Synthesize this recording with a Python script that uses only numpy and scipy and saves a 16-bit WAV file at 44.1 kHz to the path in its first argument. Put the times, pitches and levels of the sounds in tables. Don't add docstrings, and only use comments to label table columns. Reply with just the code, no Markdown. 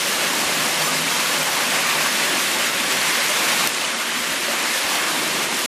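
import sys
import numpy as np
from scipy import signal
from scipy.fft import rfft, irfft
from scipy.io import wavfile
from scipy.ndimage import uniform_filter1d

SR = 44100
rng = np.random.default_rng(int(sys.argv[2]) if len(sys.argv) > 2 else 0)


def amplitude_ratio(level_db):
    exponent = np.asarray(level_db, float) / 20
    return 10 ** exponent


def store_wav(level_fs):
    pcm = np.round(np.clip(np.atleast_2d(level_fs), -1, 1) * 32767)
    wavfile.write(sys.argv[1], SR, pcm.T.astype(np.int16))


N = 250929

# freq_hz, density_db_per_hz
SPRAY_SPECTRUM = [(700, -20.5), (1100, -1.5), (1500, -0.5), (2000, 1), (2600, -1), (3500, -6.5),
                  (5000, -13), (8000, -27.5)]
# freq_hz, density_db_per_hz
HISS_SPECTRUM = [(1500, -1.5), (3000, 3), (5000, 0), (7000, -1), (10000, -4.5), (12500, -8.5),
                 (14000, -9.5), (14900, -11), (15300, -38)]
# freq_hz, density_db_per_hz
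ROAR_SPECTRUM = [(300, -22.5), (480, -4), (650, 0.5), (800, 0.5), (1000, 1), (1300, -4), (2000, -14)]
# freq_hz, density_db_per_hz
RUMBLE_SPECTRUM = [(25, -38), (60, -34), (90, -27), (120, -15.5), (155, -5.5), (250, 0), (420, -3),
                   (600, -6), (900, -34.5)]
# closest_s, spray_db, roar_db, passing_s
PASSES = [(.22, -28.5, -31.5, 0.12), (.5, -27, -30.5, .2), (.85, -29, -29.5, 0.18), (1.2, -29, -31, 0.19),
          (1.55, -27, -29, .2), (1.92, -24.5, -31.5, 0.26), (2.25, -25.5, -30, .2), (2.6, -26, -34.5, 0.17),
          (2.85, -32, -38, .2), (3.05, -24.5, -34.5, 0.25), (3.28, -25.5, -41, 0.19),
          (3.52, -24.5, -29.5, 0.25), (3.84, -24, -30.5, 0.13), (4.05, -25, -35, .15),
          (4.35, -26.5, -36, 0.3), (4.6, -26.5, -31, .2), (4.8, -29, -34.5, 0.2), (5.02, -25, -29, 0.16),
          (5.3, -27.5, -31, 0.23), (5.55, -30, -37.5, 0.23)]
# time_s, level_db
RAIN = [(0, -28), (.7, -28), (1.2, -28), (1.6, -28.5), (1.8, -28.5), (2.4, -27.5), (2.75, -29.5), (3, -28),
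        (3.4, -27.5), (3.8, -27.5), (4, -30), (4.4, -28.5), (4.8, -27.5), (5.2, -28.5), (5.45, -29),
        (5.7, -28.5)]
# time_s, level_db, heavy_engine_depth_db
LOAD = [(0, -33.5, -2), (.25, -33, 0), (.5, -32, 1.5), (1.05, -35.5, 2.5), (1.25, -35.5, -1),
        (1.45, -34.5, 1.5), (2.2, -34, -2), (2.37, -32, -3), (2.75, -35.5, 3), (3, -35, 4.5),
        (3.2, -34.5, -3), (3.55, -32.5, -1), (3.9, -32.5, -2), (4.2, -35, -4), (4.5, -31.5, -3),
        (4.8, -36, -11), (5.05, -32.5, -4), (5.7, -32, -2)]
# centre_s, gain_db
SHEETS = [(0.05, 0), (0.079, 1.3), (0.32, -0.5), (0.528, 0), (0.616, 0.2), (0.659, 1.3), (0.759, -0.5),
          (0.818, 1.3), (1.051, -0.8), (1.36, 0.5), (1.397, -0.5), (1.423, 0.8), (1.444, -1.5),
          (1.516, -1.1), (1.664, -0.3), (1.705, 0.5), (1.753, 1.7), (1.858, 0.5), (1.902, 1), (1.953, 0.7),
          (2.026, 0.8), (2.117, 0), (2.298, 0.3), (2.572, -1.8), (2.719, -1.5), (2.772, 0), (2.821, -0.5),
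          (2.887, -0.3), (2.922, 2), (2.99, -0.5), (3.088, 2), (3.13, -0.9), (3.242, 0.7), (3.283, -0.8),
          (3.392, -0.3), (3.491, 1.0), (3.534, 0.7), (3.573, -0.5), (3.62, 1), (3.759, -0.2), (3.802, -0.9),
          (3.842, -0.5), (3.923, -1.2), (3.971, -1.1), (4.019, 0.5), (4.048, -1.5), (4.4, -1.5),
          (4.454, 0.5), (4.487, -1.0), (4.608, 0), (4.753, 0.5), (4.855, -0.3), (4.979, 0.3), (5.019, 0.5),
          (5.136, -1), (5.189, 0.5), (5.278, -0.5), (5.321, -0.9), (5.431, 0.9), (5.49, -2)]
# centre_hz, width_hz, gain_db
RECESS = [(288, 31, -1.5), (374, 23, 1.5), (437, 25, -2.1), (555, 39, 1.7), (795, 35, -1), (1020, 35, -0.5),
          (1157, 50, 0.8), (1303, 41, -1.5), (1466, 34, 0.3), (1620, 21, -0.5), (1946, 61, -1),
          (2156, 120, 0.6), (2695, 70, 1), (3440, 78, -0.4)]
# time_s, rate_hz
REVS = [
    (0, 78),
    (.65, 76),
    (1.08, 82.5),
    (1.3, 78),
    (1.5, 76),
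    (2.2, 82),
    (2.6, 79),
    (4.9, 77),
    (5.2, 78.2),
    (5.7, 77.5),
]
# centre_s, length_s, level_db, firing_rate_multiple
ENGINE_NOTES = [(.81, 0.032, -39, 2), (.98, 0.17, -41, 2), (1.403, 0.025, -40, 2), (1.985, 0.025, -43, 2),
                (1.645, 0.15, -46, 3), (3.25, .12, -53, 3), (1.0, .15, -41.5, 3), (1.85, 0.42, -48, 2),
                (1.998, 0.18, -45, 3), (4.293, 0.53, -44, 3), (5.136, 0.24, -38, 4),
                (5.318, 0.19, -46.5, 2), (5.58, 0.13, -43, 3)]
# centre_s, peak_db, pitch_hz
GURGLES = [(0.07, -27, 564), (0.328, -29.6, 947), (0.662, -26, 1700), (0.679, -27, 2020),
           (0.888, -25, 1220), (0.929, -31, 256), (0.935, -29.3, 2649), (0.946, -26, 1690),
           (1.062, -29, 278), (1.08, -28.3, 2272), (1.12, -28, 3359), (1.159, -31.1, 3200),
           (1.268, -30, 3730), (1.321, -24, 1723), (1.355, -31.4, 3348), (1.361, -28, 850),
           (1.399, -30.0, 256), (1.416, -29.5, 1400), (1.419, -26, 2401), (1.567, -33, 910),
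           (1.579, -25, 2153), (1.75, -27.8, 1200), (1.892, -25, 1820), (1.953, -24, 3070),
           (1.956, -24, 907), (2.02, -27.7, 1550), (2.069, -24, 1144), (2.229, -27.2, 2046),
           (2.299, -28, 3391), (2.328, -26, 355), (2.543, -29, 3740), (2.563, -26, 870), (2.601, -28, 3010),
           (2.627, -30.7, 3122), (2.699, -27, 1324), (2.932, -32, 388), (3.181, -30.9, 517),
           (3.306, -26, 606), (3.306, -27.7, 2840), (3.37, -27.5, 3560), (3.511, -23, 1093),
           (3.529, -28.6, 3090), (3.849, -29, 2982), (3.878, -35, 1798), (4.008, -26, 2099),
           (4.017, -25, 1440), (4.18, -28, 255), (4.444, -30.2, 2400), (4.493, -31.2, 581),
           (4.606, -30.5, 2900), (4.751, -23, 1790), (4.778, -29, 3370), (4.952, -29.3, 915),
           (4.984, -27.7, 2160), (5.146, -33, 2885), (5.152, -24, 937), (5.494, -29, 920),
           (5.55, -36, 3714), (5.59, -30, 1206), (5.599, -36, 3180)]
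# start_s, peak_db, ring_hz, t60_s
CRACKS = [
    (.0795, -14, 5000, .003),
    (1.1497, -15, 2300, .008),
    (1.9499, -14, 2900, .007),
    (1.4303, -6.5, 9000, .0025),
    (3.67382, -2.8, 8600, .0042),
    (3.7474, -10, 7000, .006),
    (5.2784, -11.5, 7000, .004),
    (5.5921, -7, 8500, .0013),
]
SILL_MODES = [(.49, -.45), (.72, .55), (1, 1), (1.2, .35), (1.43, .65), (1.7, -.45)]
# start_s, peak_db, pitch_hz
PUFFS = [(.135, -43, 95), (.33, -49, 95), (.445, -37, 85), (1.07, -50, 90), (2.08, -53, 85),
         (2.83, -50, 80), (2.9, -51, 85), (3.01, -46, 95), (3.43, -48, 95), (.648, -47, 90),
         (1.83, -46, 95), (3.652, -41, 70), (4.09, -46, 90), (4.175, -44, 90), (4.195, -42, 90),
         (4.298, -39, 85), (4.834, -37, 90), (5, -46, 105), (5.365, -49, 85)]
# centre_s, peak_db, pitch_hz, half_length_s
PLOPS = [(0.2808, -35.1, 9618, 0.006), (0.2824, -26, 9532, 0.0015), (0.8234, -17, 4593, 0.0015),
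         (1.08, -24.5, 2300, 0.006), (1.5478, -34.2, 8842, 0.006), (1.5691, -28, 940, 0.006),
         (1.5701, -18, 1033, 0.0013), (1.733, -23, 3301, 0.006), (1.8482, -33, 9933, 0.006),
         (1.9439, -33.3, 9273, 0.006), (2.0223, -31.6, 5400, 0.006), (2.0865, -25.9, 7694, 0.0015),
         (2.1327, -28, 4364, 0.0015), (2.1331, -30, 4280, 0.006), (2.6781, -23, 6546, 0.0015),
         (2.801, -16, 3445, 0.0017), (2.8865, -33.3, 8096, 0.006), (2.9105, -31.9, 7900, 0.006),
         (2.911, -25.6, 7809, 0.0015), (3.0161, -14, 4364, 0.0015), (3.1592, -18, 4450, 0.0015),
         (3.372, -26, 3588, 0.0065), (3.64, -16, 1033, 0.0018), (3.7486, -23, 6660, 0.0015),
         (3.8367, -28, 8842, 0.0015), (3.848, -20, 2957, 0.0061), (3.8857, -39.4, 9417, 0.006),
         (3.9162, -39.1, 9589, 0.006), (3.9461, -26, 5512, 0.0015), (4.12, -17, 1263, 0.0012),
         (4.123, -30, 401, 0.006), (4.2014, -38.9, 9474, 0.006), (4.31, -31.3, 4622, 0.006),
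         (4.3114, -25.9, 4593, 0.0015), (4.3565, -25, 7005, 0.0015), (4.486, -20, 574, 0.006),
         (4.4909, -21, 459, 0.0015), (4.7586, -21, 560, 0.006), (4.7608, -35.5, 8957, 0.006),
         (4.9829, -19, 2124, 0.0065), (5.28, -20, 5397, 0.0015), (5.4727, -26, 8200, 0.0015),
         (5.5652, -18, 4938, 0.0015), (5.5924, -26, 8728, 0.0015)]
# freq_hz, step_db
ROUNDING_STEP = [(100, -52), (1000, -33), (3000, -24), (6000, -22.5), (9000, -21), (11500, -18.3),
                 (13500, -17.6), (15000, -15.5)]
# time_s, step_change_db
STEP_DRIFT = [(0, -.8), (2.35, -.3), (2.55, -1.6), (2.85, -1.8), (3.05, .6), (3.64, 1), (3.655, -8),
              (3.69, -8), (3.705, .8), (3.9, 1.6), (3.95, -2.6), (4.3, -2.6), (4.65, -1), (5.2, -1),
              (5.7, -1.6)]
# centre_s, low_hz, high_hz, level_db
SPLITS = [
    (.86, 5600, 7700, -33),
    (.953, 4100, 5800, -34),
    (1.185, 4100, 5300, -36),
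    (2.091, 5100, 6400, -36),
    (2.091, 8200, 9800, -37),
    (4.18, 5100, 6400, -41),
    (4.6, 6200, 7700, -40),
    (4.924, 6200, 8400, -36),
    (4.924, 10300, 11800, -43),
    (4.947, 12400, 13900, -50),
]


def evened(x):
    return x / np.sqrt(np.mean(x ** 2) + 1e-20)


def along(rows, column):
    rows = np.array(rows)
    return np.interp(np.arange(N) / SR, rows[:, 0], rows[:, column])


def add(mix, start_s, sound):
    part = mix[round(start_s * SR):][:len(sound)]
    part += sound[:len(part)]


def highpassed(x, order, cutoff_hz):
    return signal.sosfilt(signal.butter(order, cutoff_hz, "highpass", fs=SR, output="sos"), x)


def colour(points, hz):
    f, db = np.transpose(points)
    return amplitude_ratio(np.interp(np.log(hz + 1), np.log(f + 1), db, left=-90, right=-90))


def wash(points, patchy_db, flicker_db, size):
    hop = size // 4
    frames = N // hop + 5
    hz = np.fft.rfftfreq(size, 1 / SR)
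    real, imag, patches = rng.standard_normal((frames, len(hz), 3)).T
    patches = uniform_filter1d(patches, size=size // 64, axis=0)
    patches = evened(uniform_filter1d(patches, size=4096 // hop, axis=1))
    flicker = evened(uniform_filter1d(rng.standard_normal(frames), size=2048 // hop))
    gain = colour(points, hz)[:, None] * amplitude_ratio(patchy_db * patches + flicker_db * flicker)
    spectra = (real + 1j * imag) * gain
    return evened(signal.istft(spectra, nperseg=size, noverlap=size - hop)[1][:N])


def drops(low_hz, high_hz, per_s, spread_db, cycles, glide, count):
    out = np.zeros(N)
    kind = rng.integers(0, count, N)
    strength = amplitude_ratio(spread_db * np.minimum(rng.exponential(1, N), 5))
    hits = (rng.random(N) < per_s / SR) * strength
    for k, hz in enumerate(np.geomspace(low_hz, high_hz, count)):
        u = np.arange(int(6 * cycles * SR / hz)) * hz / SR
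        envelope = (1 - np.exp(-3 * u)) * np.exp(-u / cycles)
        chirp = np.sin(2 * np.pi * u * (1 + glide * u)) * envelope
        out += signal.oaconvolve(hits * (kind == k), chirp)[:N]
    return evened(out)


def passing(far_db, column):
    t = np.arange(N) / SR
    power = amplitude_ratio(far_db) ** 2
    for row in PASSES:
        power = power + amplitude_ratio(row[column]) ** 2 / (1 + ((t - row[0]) / row[3]) ** 2) ** 2
    return 10 * np.log10(power)


def gusts(depth_db):
    t = np.arange(N) / SR
    waves = sum(np.sin(2 * np.pi * (f * t + rng.random())) for f in np.geomspace(6, 24, 16))
    return amplitude_ratio(depth_db * evened(waves))


def sheets():
    t = np.arange(N) / SR
    width_s = 0.014
    return amplitude_ratio(sum(db * np.exp(-((t - s) / width_s) ** 2) for s, db in SHEETS))


def street():
    spray = wash(SPRAY_SPECTRUM, patchy_db=0.53, flicker_db=-0.4, size=512)
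    spray += amplitude_ratio(-11) * drops(900, 4000, per_s=1500, spread_db=3.0, cycles=2.2, glide=.016, count=12)
    spray += amplitude_ratio(-10) * drops(1300, 4000, per_s=1400, spread_db=2.4, cycles=20, glide=.002, count=30)
    hiss = wash(HISS_SPECTRUM, patchy_db=0.34, flicker_db=-0.45, size=256)
    hiss += amplitude_ratio(-12.5) * drops(4000, 11000, per_s=2500, spread_db=5.5, cycles=1.8, glide=.016, count=12)
    roar = wash(ROAR_SPECTRUM, patchy_db=0.73, flicker_db=-0.34, size=1024)
    rumble = wash(RUMBLE_SPECTRUM, patchy_db=0.5, flicker_db=-0.1, size=2048)
    deep = signal.sosfiltfilt(signal.butter(3, 200, fs=SR, output="sos"), rumble)

    spray_db = passing(far_db=-26.5, column=1)
    mist_db = 0.13 * (spray_db - spray_db.mean())
    upper = amplitude_ratio(spray_db - 1.12) * evened(spray)
    upper += amplitude_ratio(along(RAIN, 1) + mist_db + 5.0) * evened(hiss)
    upper = highpassed(upper * gusts(depth_db=.2) * sheets(), 4, 300)
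    roar = amplitude_ratio(passing(far_db=-32.5, column=2) - 0.87) * roar * gusts(depth_db=0.4) * sheets()
    rumble = amplitude_ratio(along(LOAD, 1) + 0.26) * (rumble + (amplitude_ratio(along(LOAD, 2)) - 1) * deep)
    return upper + roar + rumble


def recess(x):
    hz = np.fft.rfftfreq(N, 1 / SR)
    gain_db = sum(db * np.exp(-((hz - f) / width) ** 2) for f, width, db in RECESS)
    return irfft(rfft(x) * amplitude_ratio(gain_db), N)


def engines():
    t = np.arange(N) / SR
    waver = evened(uniform_filter1d(rng.standard_normal(N), size=4000))
    turns = np.cumsum(along(REVS, 1) * (1 + 0.0151 * waver)) / SR
    out = sum(amplitude_ratio(-56) * np.sin(2 * np.pi * k * turns) for k in (2, 3, 4))
    for s, length_s, db, k in ENGINE_NOTES:
        swell = np.exp(-((t - s) / length_s) ** 2)
        out += amplitude_ratio(db) * swell * np.sin(2 * np.pi * round(k) * turns)
    return np.sqrt(2) * out


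def gurgles(lift_db, half_s):
    out = np.zeros(N)
    for s, db, hz in GURGLES:
        span_s = half_s * (1000 / hz) ** .15
        t = np.arange(-2 * span_s, 2 * span_s, 1 / SR)
        note = np.exp(-(t / span_s) ** 2) * np.sin(2 * np.pi * hz * t)
        add(out, max(s - 2 * span_s, 0), amplitude_ratio(db + lift_db) * note)
    return out


def cracks():
    out, t = np.zeros(N), np.arange(400) / SR
    for s, db, hz, t60_s in CRACKS:
        modes = sum(share * np.sin(2 * np.pi * hz * k * t) for k, share in SILL_MODES)
        ring = modes * amplitude_ratio(-60 * t / t60_s)
        ring = ring / abs(ring).max()
        add(out, s, amplitude_ratio(db) * ring)
        add(out, s + .0023, amplitude_ratio(db - 15) * ring)
    return highpassed(out, 2, 400)


def puffs():
    out, t = np.zeros(N), np.arange(2000) / SR - .014
    faint = [(4.5 * a, -57 + 8 * b, 75 + 55 * c) for a, b, c in rng.random((50, 3))]
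    for s, db, hz in PUFFS + faint:
        add(out, s, amplitude_ratio(db) * np.cos(2 * np.pi * hz * t) * np.exp(-(t / .006) ** 2))
    return highpassed(out, 4, 55)


def plops(lift_db, rise):
    out = np.zeros(N)
    for s, db, hz, half_s in PLOPS:
        u = np.arange(-1, 3, 1 / (half_s * SR))
        shape = np.where(u < 0, np.cos(np.pi * u / 2) ** 2, np.exp(-u ** 2))
        tone = np.sin(2 * np.pi * hz * half_s * u * (1 + rise * u))
        add(out, s - half_s, amplitude_ratio(db + lift_db) * shape * tone)
    return out


def scene():
    mono = recess(street()) + engines() + gurgles(lift_db=0.0, half_s=.013) + cracks()
    mono = mono + puffs() + plops(lift_db=-1.0, rise=0.0054)
    return np.tile(mono, (2, 1))


def camera_rounding(x, uneven_db, frame_db):
    hop, lead = 1024, 1024 + 84
    n, k = np.arange(2 * hop)[:, None], np.arange(hop)
    window = signal.windows.kaiser_bessel_derived(2 * hop, 4 * np.pi)[:, None]
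    basis = window * np.cos(np.pi / hop * (n + .5 + hop / 2) * (k + .5)) * np.sqrt(2 / hop)
    blocks = np.pad(x, (lead, 3 * hop - (N + lead) % hop)).reshape(-1, hop)
    lines = np.hstack([blocks[:-1], blocks[1:]]) @ basis

    frames = len(lines)
    per_band = np.repeat(rng.standard_normal((frames, hop // 16)), 16, axis=1)
    drift_db = np.interp(np.arange(frames) * hop / SR, *np.transpose(STEP_DRIFT))
    per_frame_db = frame_db * rng.standard_normal(frames) + drift_db
    step = colour(ROUNDING_STEP, np.clip(k * SR / (2 * hop), 101, 14900))
    step = step * amplitude_ratio(uneven_db * per_band + per_frame_db[:, None])

    whole = np.floor(abs(lines / step) ** .75 + .4054)
    out = (np.sign(lines) * whole ** (4 / 3) * step) @ basis.T
    return (out[1:, :hop] + out[:-1, hop:]).ravel()[lead - hop:][:N]


def splits():
    out, hz = np.zeros(N), np.fft.rfftfreq(2048, 1 / SR)
    for s, low_hz, high_hz, db in SPLITS:
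        band = irfft(rfft(rng.standard_normal(2048)) * (hz > low_hz) * (hz < high_hz))
        add(out, s - 1024 / SR, amplitude_ratio(db + 1.5) * evened(band) * np.hanning(2048) ** 1.5)
    return out


def ducking(at_s, depth_db, back_s):
    since_s = np.maximum(np.arange(N) / SR - at_s, 0)
    return amplitude_ratio(-depth_db * (1 - np.exp(-since_s / 0.0032)) * np.exp(-since_s / back_s))


def roll_off(x):
    return signal.sosfilt(signal.butter(12, 15710, fs=SR, output="sos"), x)


def record(dry):
    ducked = dry[0] * ducking(3.6755, depth_db=3.5, back_s=1.3)
    mono = camera_rounding(ducked, uneven_db=2.4, frame_db=.55)
    mono = mono * (np.arange(N) < 5.6605 * SR)
    return roll_off(mono + splits() * np.array([[1], [-1]]))


dry = scene()
out = record(dry)
store_wav(out)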